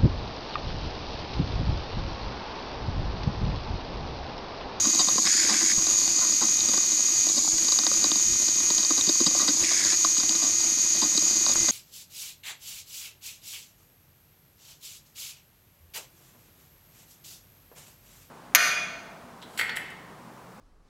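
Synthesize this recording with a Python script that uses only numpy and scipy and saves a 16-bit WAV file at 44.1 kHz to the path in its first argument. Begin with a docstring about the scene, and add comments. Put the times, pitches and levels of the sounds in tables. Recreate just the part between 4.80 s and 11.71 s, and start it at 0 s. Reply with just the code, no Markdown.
"""A small motor whines through a watertight case; three times it slows, twice with a rasp.
The case holds a camera, on the seabed inside a baited wire trap; the motor is probably its own.
The turning shaft rubs, buzzes and squeals, and the case's resonances colour the whine.
Faint knocks and scrapes on the trap ring the case, over the dull wash of moving water.
Near the end the sound stutters for an instant."""
import sys
import numpy as np
from scipy import signal
from scipy.fft import rfft, irfft, next_fast_len
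from scipy.io import wavfile

SR = 44100
rng = np.random.default_rng(int(sys.argv[2]) if len(sys.argv) > 2 else 0)


def master(y):
    """Save y as 16-bit WAV."""
    cut = np.clip(np.atleast_2d(y).T, -1, 1)
    pcm = np.round(cut * 32767)  # scale
    wavfile.write(sys.argv[1], SR, pcm.astype(np.int16))


N = 304731
TIME = np.arange(N) / SR
HZ = np.fft.rfftfreq(next_fast_len(N), 1 / SR)
POLE_COUNT, CHIRPS_PER_TURN = 6, 3
STUTTER_START_S, STUTTER_END_S = 6.74, 6.7572
TREBLE_EDGE_HZ = 12900


def amp(db):
    """Decibels to gain."""
    return 10 ** (np.asarray(db) / 20)


def unit_rms(x):
    """The signal scaled to rms 1."""
    return x / np.sqrt(np.mean(x ** 2) + 1e-20)


def eq_curve(points):
    """Gain at every frequency, from points of (frequency [Hz], level [dB])."""
    hz, db = np.transpose(points)
    return amp(np.interp(np.log(HZ + 1), np.log(hz), db))


def coloured(x, gain):
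    """The signal filtered by a gain curve, at rms 1."""
    size = next_fast_len(N)
    return unit_rms(irfft(rfft(x, size) * gain, size)[:N])


def drift(rate_hz, size=4096):
    """A smooth random wobble up to about the given rate, at rms 1."""
    hz = np.fft.rfftfreq(size, TIME[-1] / size)
    slow = irfft(rfft(rng.standard_normal(size)) / (1 + (hz / rate_hz) ** 4))
    return np.interp(TIME, np.linspace(0, TIME[-1], size), unit_rms(slow))


def add(mix, start_s, sound):
    """Mixes a sound in at a time."""
    part = mix[max(round(start_s * SR), 0):][:len(sound)]
    part += sound[:len(part)]


def held(start, end, attack_s, release_s):
    """An envelope that rises from the start, holds at 1, and falls from the end."""
    return np.clip(np.minimum((TIME - start) / attack_s, 1 - (TIME - end) / release_s), 0, 1)


def after_stutter(rise_s=0.022):
    """0 before the stutter, 1 after."""
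    return np.clip((TIME - STUTTER_END_S) / rise_s, 0, 1)


def stir():
    """The stir around the trap, in dB about its mean: water, grit and taps swell with it."""
    # strength of the small touches: (time [s], level [dB])
    activity = [(0.0, -38.5), (0.15, -40.5), (0.75, -47), (1.21, -41.5), (1.63, -49), (1.86, -42.5),
                (2.25, -47.5), (3.19, -44), (3.5, -47), (3.92, -45), (4.48, -50), (4.61, -40.5),
                (5.36, -45.5), (5.63, -44), (6.03, -50), (6.9, -40.5)]
    db = np.interp(TIME, *np.transpose(activity))
    return db - db.mean()


def water(level_db=-44, lumps_db=3, stir_depth=0.62):
    """Moving water: a dull, lumpy wash that grows with the stir, and a few low surges."""
    # tone of the wash: (frequency [Hz], level [dB])
    wash_eq = [(20, 3), (60, -5), (110, 5), (160, -10), (215, 3), (270, -20), (330, 14.5), (450, -17),
               (580, -3.5), (850, -4), (1120, -5), (1450, -8), (3000, -5), (8000, -15)]
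    # surges of water on the case: (peak time [s], length [s], level [dB])
    surges = [(0.982, 0.022, -38), (1.815, 0.3, -53), (2.35, .28, -60), (2.75, 0.042, -44),
              (3.506, .099, -42.5), (6.8, .09, -41.5)]
    lumps = amp(lumps_db * drift(12) + stir_depth * stir())
    wash = amp(level_db) * coloured(rng.standard_normal(N) * lumps, eq_curve(wash_eq))
    swell = sum(amp(db) * np.exp(-(2 * (TIME - peak) / length) ** 2) for peak, length, db in surges)
    rumble_gain = eq_curve([(15, -14), (40, -2), (130, -7), (300, -10), (900, -58)])
    return wash + swell * coloured(rng.standard_normal(N), rumble_gain)


def trap_ring(band, size=2400, place_db=1.5, detune_hz=11, rise_s=0.00076, low_cut_hz=175):
    """One band of the trap's modes rings out; their mix and pitch depend on the place touched."""
    # trap modes: (frequency [Hz], t60 [s], level [dB], band [0 thump, 1 knock, 2 tick])
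    modes = [(195, 0.024, -4, 0), (224, 0.05, -1, 0), (287.6, 0.042, -0.5, 0), (319, 0.08, 0.5, 0),
             (572, 0.037, -3.5, 1), (742, 0.024, -0.5, 1), (1063, 0.018, 6.5, 1), (1188, 0.021, 3, 1),
             (1512, 0.019, -2, 1), (1960, 0.022, -3.5, 1), (3100, 0.0042, -5.5, 2), (3744, 0.017, -7.5, 2),
             (3960, 0.015, -5, 2), (4660, 0.0082, 1.5, 2), (4880, 0.012, 2, 2), (7820, 0.0048, 0.5, 2)]
    t, ring = np.arange(size) / SR, np.zeros(size)
    place = rng.standard_normal((len(modes), 3))
    for (hz, t60, db, mode_band), (weight, detune, polarity) in zip(modes, place):
        if round(mode_band) == band:
            decay = amp(db + place_db * weight - 60 * t / t60)
            ring += decay * np.sin(2 * np.pi * (hz + detune_hz * detune) * t) * np.sign(polarity)
    attack = 1 - np.exp(-t / rise_s)
    # the rings carry no deep bass
    return signal.lfilter(*signal.butter(3, low_cut_hz, "high", fs=SR), ring * attack)


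def grit(per_s=180, spread_db=3, levels_db=(-47, -49, -44), stir_depth=0.86, place_count=12, size=4000):
    """Many tiny touches of sand and wire ring the trap at a dozen places."""
    times = np.cumsum(rng.exponential(1, size)) / per_s
    stir_db, out = stir_depth * np.interp(times, TIME, stir()), np.zeros(N)
    for band, db in enumerate(levels_db):
        places, layer = [trap_ring(band) for _ in range(place_count)], np.zeros(N)
        blows = amp(stir_db + spread_db * np.minimum(rng.exponential(1, size), 3))
        for k, start in enumerate(times[times < TIME[-1]]):
            add(layer, start, blows[k] * places[k % place_count])
        out += amp(db) * unit_rms(layer)
    return out


def contact(length_s, levels_db, scrape=0.28, lags_s=(.002, .0007, 0)):
    """A blow and a short gritty slide on the trap; the lower bands answer a little later."""
    progress, out = np.arange(SR // 10) / (length_s * SR), np.zeros(SR // 5)
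    for band, (db, lag) in enumerate(zip(levels_db, lags_s)):
        force = scrape * rng.standard_normal(len(progress)) * np.exp(-2 * progress ** 2)
        force[0] += 1  # the blow
        sound = signal.fftconvolve(force, trap_ring(band))
        sound /= np.sqrt(np.sum(sound ** 2) / (SR / 100))  # the energy of 10 ms at rms 1
        add(out, lag, amp(db) * sound)
    return out


def taps(count=64, length_s=0.005, levels_db=(-43, -44, -35), spread_db=4, stir_depth=0.93):
    """Light contacts with the trap at random moments, harder when there is more stir."""
    out, stir_db = np.zeros(N), stir()
    for k in range(count):
        at = int((k + rng.random()) * N / count)
        strength_db = stir_depth * stir_db[at] + spread_db * (2 * rng.random(len(levels_db)) - 0.5)
        add(out, at / SR, contact(length_s, np.add(levels_db, strength_db)))
    return out


def knocks():
    """The clear contacts with the trap: short ones knock, long ones scrape."""
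    # hits on the trap: (time [s], length [s], thump [dB], knock [dB], tick [dB])
    hits = [(0.065, 0.0087, -28, -40, -47), (0.19, 0.041, -32.5, -27, -17.5),
            (0.284, 0.0091, -46, -28.5, -26), (.38, 0.011, -31.5, -27, -25.5), (.468, 0.01, -50, -33, -28),
            (0.684, 0.093, -27, -28, -22), (0.809, 0.038, -29, -35, -40), (1.413, 0.066, -37, -31.5, -37),
            (1.609, 0.054, -29.5, -28.5, -26), (1.805, .0027, -54, -54, -27), (1.885, 0.017, -35, -39, -27),
            (1.932, 0.016, -40, -33.5, -33), (1.976, 0.0045, -34, -37.5, -28.5),
            (2.488, 0.0018, -62, -45, -28), (2.571, 0.023, -33.5, -35, -25.5),
            (2.675, 0.0058, -40, -36.5, -41), (2.883, 0.0085, -60, -37, -26),
            (2.92, 0.0034, -52, -36, -23.5), (2.987, 0.0051, -47, -32.5, -22.5),
            (3.066, 0.0012, -39, -31, -22), (3.114, .0022, -50, -34.5, -34),
            (3.241, .0022, -35, -31.5, -21), (3.316, 0.00089, -34, -34, -24), (3.356, .0016, -36, -40, -27),
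            (3.902, 0.0084, -34.5, -34.5, -26), (3.98, 0.01, -40, -39.5, -25.5),
            (4.048, .0025, -46, -41, -26), (4.104, 0.012, -27, -30.5, -29.5),
            (4.177, 0.024, -33.5, -35, -28), (4.21, 0.0013, -50, -43, -24.5), (4.268, 0.016, -31, -46, -30),
            (4.29, 0.0083, -25, -34, -20.5), (4.401, 0.024, -23.5, -34.5, -26.5),
            (4.462, 0.019, -26, -31, -18.5), (4.549, 0.00089, -48, -32.5, -35),
            (4.592, 0.071, -34, -30, -25), (4.677, 0.026, -25.5, -29.5, -21.5),
            (5.245, 0.0057, -38, -24, -25.5), (5.38, 0.0025, -37.5, -49, -28.5),
            (5.399, 0.0066, -53, -40, -26), (5.492, 0.0026, -35.5, -43, -24.5),
            (5.617, 0.098, -34, -32.5, -26), (6.216, 0.054, -27, -29, -23), (6.373, 0.011, -29.5, -41, -22),
            (6.663, 0.0028, -45, -31.5, -25), (6.694, 0.021, -44, -37, -31),
            (6.884, 0.0039, -51, -32.5, -27)]
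    out = np.zeros(N)
    for start, length, *levels_db in hits:
        add(out, start, contact(length, levels_db))
    return out


def camera_tones(waver_db=4.5, wander_hz=3):
    """The camera's thin tones, wavering together in pitch and level."""
    # steady tones: (frequency [Hz], level [dB])
    tones = [(4420, -47.5), (4544, -52.5), (4608, -53), (4883, -46), (7029, -42), (8409, -67)]
    wander = np.cumsum(wander_hz * drift(7.94)) / SR
    sines = sum(amp(db) * np.cos(2 * np.pi * (hz * TIME + wander + rng.random())) for hz, db in tones)
    return np.sqrt(2) * sines * amp(waver_db * drift(3.5))


def shaft(free_hz=34.41, late_sag_hz=.17, brake_s=.09, release_s=.07, creep_s=.42, creep_share=.09):
    """Speed [turns/s] and load [0-1]: each load brakes the shaft, holds it and lets it go."""
    # the motor takes up a load: (start [s], end [s], speed lost [turns/s])
    slowdowns = [(.36, .9, 2.6), (2.47, 2.74, 3.3), (4.71, 5.11, 2.7)]
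    speed, load = free_hz - late_sag_hz * after_stutter(), np.zeros(N)
    for start, end, sag in slowdowns:
        grip = held(start, end, brake_s, release_s)
        # the last of the lost speed creeps back slowly
        creep = np.clip((TIME - start) / brake_s, 0, 1) * np.exp(-np.maximum(TIME - end, 0) / creep_s)
        drag = (1 - creep_share) * grip + creep_share * creep
        speed, load = speed - sag * drag, load + drag
    return speed, load


def buzz(turns, load, waver_db=0.82, loaded_db=-13, late_order=60, late_db=7):
    """Clean overtones of the shaft; they fade under load, and one grows after the stutter."""
    # overtones: (order [multiple of the shaft speed], level [dB])
    overtones = [(36, -58), (42, -58.5), (48, -61.5), (54, -53), (60, -52), (66, -75), (72, -48), (78, -57),
                 (84, -56.5), (90, -53.5), (96, -80), (102, -67), (108, -53.5), (144, -52.5), (150, -80),
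                 (167, -42), (171, -62), (174, -45.5), (180, -34), (186, -55), (192, -32.5), (210, -56)]
    out, lift_db = np.zeros(N), late_db * after_stutter()
    for order, db in overtones:
        level = amp(db + waver_db * drift(7.4) + lift_db * (round(order) == late_order))
        out += level * np.cos(2 * np.pi * (round(order) * turns + rng.random()))
    return np.sqrt(2) * out * amp(loaded_db * load)


def rasp_envelope(start, length, db, attack_s=0.025, release_s=0.027, swell_db=1.5,
                  catch_db=8, catch_s=.012):
    """A rasp catches hard at its start and swells towards its middle."""
    age = np.maximum(TIME - start, 0)
    catch = np.exp(-(age / catch_s - 1) ** 2)
    arch = np.sin(np.pi * np.minimum(age / length, 1))
    return amp(db + catch_db * catch + swell_db * arch) * held(start, start + length, attack_s, release_s)


def rasp(turns, hiss_db=-29, ring_db=-39, width_hz=950, decay_steps=0.99, uneven_db=3):
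    """The loaded drive rasps: noise pulses at every pole step and rings a sliding resonance."""
    # rasps: (start [s], length [s], level [dB], first resonance [Hz], last resonance [Hz])
    rasps = [(0.442, 0.476, -1.5, 1820, 1880), (4.826, 0.314, -3.5, 2250, 1630)]
    # tone of their hiss: (frequency [Hz], level [dB])
    hiss_eq = [(500, -19), (1200, -16.5), (2000, -5.5), (2400, -1.5), (2900, -9), (3400, -4.5),
               (4000, -7.5), (5200, 4), (6000, -7), (8000, -7), (10000, -16.5), (13000, -31)]
    envelope = sum(rasp_envelope(start, length, db) for start, length, db, _, _ in rasps)
    step_phase = (POLE_COUNT * turns + 0.17 * drift(81)) % 1
    pulses = .5 + np.exp(-step_phase / decay_steps)
    chatter = pulses * amp(uneven_db * drift(190)) * rng.standard_normal(N)
    slides = [point for start, length, _, first, last in rasps
              for point in ((start, first), (start + length, last))]
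    centre_hz = np.interp(TIME, *np.transpose(slides))
    # a sliding band-pass: shift down, low-pass, shift back
    carrier = np.exp(2j * np.pi * np.cumsum(centre_hz) / SR)
    ring = (carrier * signal.lfilter(*signal.butter(2, width_hz / 2, fs=SR), chatter / carrier)).real
    hiss = coloured(chatter, eq_curve(hiss_eq))
    return envelope * (amp(hiss_db) * hiss + amp(ring_db) * unit_rms(ring))


def shaft_roughness(turns, harmonics, size=16384):
    """A random profile around the shaft, met again on every turn."""
    spectrum = np.r_[0, rng.standard_normal((harmonics, 2)) @ [1, 1j]]
    return np.interp(turns % 1, np.arange(size) / size, unit_rms(irfft(spectrum, size)), period=1)


def rubbing(turns, load, repeating=0.43, uneven_db=2, pole_db=2, trim_db=-4, loaded_db=-2, corner_hz=3600):
    """Shaft friction heard through the case: part repeats each turn, part is fresh noise."""
    # what the case passes: (frequency [Hz], level [dB])
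    case_eq = [(300, -36.5), (1300, -51.5), (2400, -22.5), (2800, -32), (3500, -22.5), (4300, -16),
               (4900, -12), (5500, -16.5), (5750, -11.5), (6300, -7), (7800, -18.5), (9000, -23.5),
               (10000, -41), (13000, -47)]
    # resonances of the case: (frequency [Hz], width [Hz], level [dB])
    case_modes = [(6500, 400, -6), (6905, 410, -5), (11100, 690, -26.5), (11800, 290, -24),
                  (12450, 330, -23.5)]
    share = np.clip(repeating * (1 - load / 2), 0, 1)
    fresh = coloured(rng.standard_normal(N), HZ < TREBLE_EDGE_HZ)
    friction = np.sqrt(share) * shaft_roughness(turns, harmonics=380) + np.sqrt(1 - share) * fresh
    # the shaft rubs harder at some angles
    high_spots = np.tanh(shaft_roughness(turns, harmonics=22))
    pressure = amp(uneven_db * high_spots + pole_db * np.cos(2 * np.pi * POLE_COUNT * turns))
    mode_power = sum((amp(db) / (1 + (2 * (HZ - hz) / width) ** 2)) ** 2 for hz, width, db in case_modes)
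    sound = coloured(friction * pressure, np.sqrt(eq_curve(case_eq) ** 2 + mode_power))
    # under load the lower part thins out
    lower = signal.filtfilt(*signal.butter(3, corner_hz, fs=SR), sound)
    return amp(trim_db) * (sound + (amp(loaded_db * load) - 1) * lower)


def squeal(turns, speed, load, whine_gain, onset=0.25, fade=1.0, jitter=0.12, uneven_db=3,
           ring_hz=6720, width_hz=800):
    """Three times a turn a rubbing part sings: a short chirp that rises into the case's resonance."""
    # the chirp: (start [Hz], top [Hz], glide time [share of a chirp], level [dB])
    chirp = (5950, 6860, .24, -26.5)
    low_hz, top_hz, glide, level_db = chirp
    number, progress = np.divmod(CHIRPS_PER_TURN * turns, 1)
    number = number.astype(int)
    slip, strength, bend = rng.standard_normal((number[-1] + 1, 3))[number].T
    glide_lag = (top_hz - low_hz) * glide * (1 - np.exp(-progress / glide))
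    cycles = (top_hz * progress - glide_lag) / (CHIRPS_PER_TURN * speed)
    # each of the three has its own phase; single chirps stray from it, more so under load
    cycles += rng.uniform(-0.34, 0.05, CHIRPS_PER_TURN)[number % CHIRPS_PER_TURN]
    cycles += jitter * (1 + 2 * load) * (slip + 2 * bend * progress)
    attack, release = 1 - np.exp(-progress / onset), 1 - np.exp((progress - 1) / onset)
    envelope = attack * np.exp(-progress / fade) * release
    sound = envelope * amp(uneven_db * np.tanh(strength)) * np.sin(2 * np.pi * cycles)
    resonance = 1 / (1 + 2j * (HZ - ring_hz) / width_hz)
    return amp(level_db) * coloured(sound * whine_gain, resonance)


def motor(whine_db=-22.5, load_lift_db=0.7, waver_db=0.43):
    """One shaft drives squeal, rubbing, buzz and rasp; under load it flutters and whines a bit louder."""
    speed, load = shaft()
    flutter = (.0003 + .008 * load) * drift(20)
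    turns = np.cumsum(speed * (1 + flutter)) / SR
    whine_gain = amp(whine_db + load_lift_db * load + waver_db * drift(12))
    whine = squeal(turns, speed, load, whine_gain) + whine_gain * rubbing(turns, load)
    return whine + buzz(turns, load) + rasp(turns)


def stutter(x, chop_s=.0036, gap_share=.65, gap_db=-18, tick_db=-17,
            pop_db=-14, pop_hz=1350, pop_s=0.00049):
    """The sound drops out in quick gaps with a tick at each edge, then returns with a short pop."""
    during = (TIME > STUTTER_START_S) & (TIME < STUTTER_END_S)
    gaps = during & ((TIME - STUTTER_START_S) / chop_s % 1 < gap_share)
    ticks = amp(tick_db) * np.diff(gaps.astype(float), prepend=0)
    age = np.maximum(TIME - STUTTER_END_S, 0)
    pop = amp(pop_db) * np.sin(2 * np.pi * pop_hz * age) * np.exp(-age / pop_s)
    return x * amp(gap_db * gaps) + ticks + pop


def scene():
    """Everything reaches one microphone inside the case."""
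    return (motor() + camera_tones() + knocks() + taps() + grit() + water())[None]


def record(dry):
    """One brief stutter, then a steep cut of the top treble."""
    low_pass = signal.firwin(301, TREBLE_EDGE_HZ, window=("kaiser", 8), fs=SR)
    return signal.oaconvolve(stutter(dry), low_pass[None], "same")


dry = scene()
out = record(dry)
master(out)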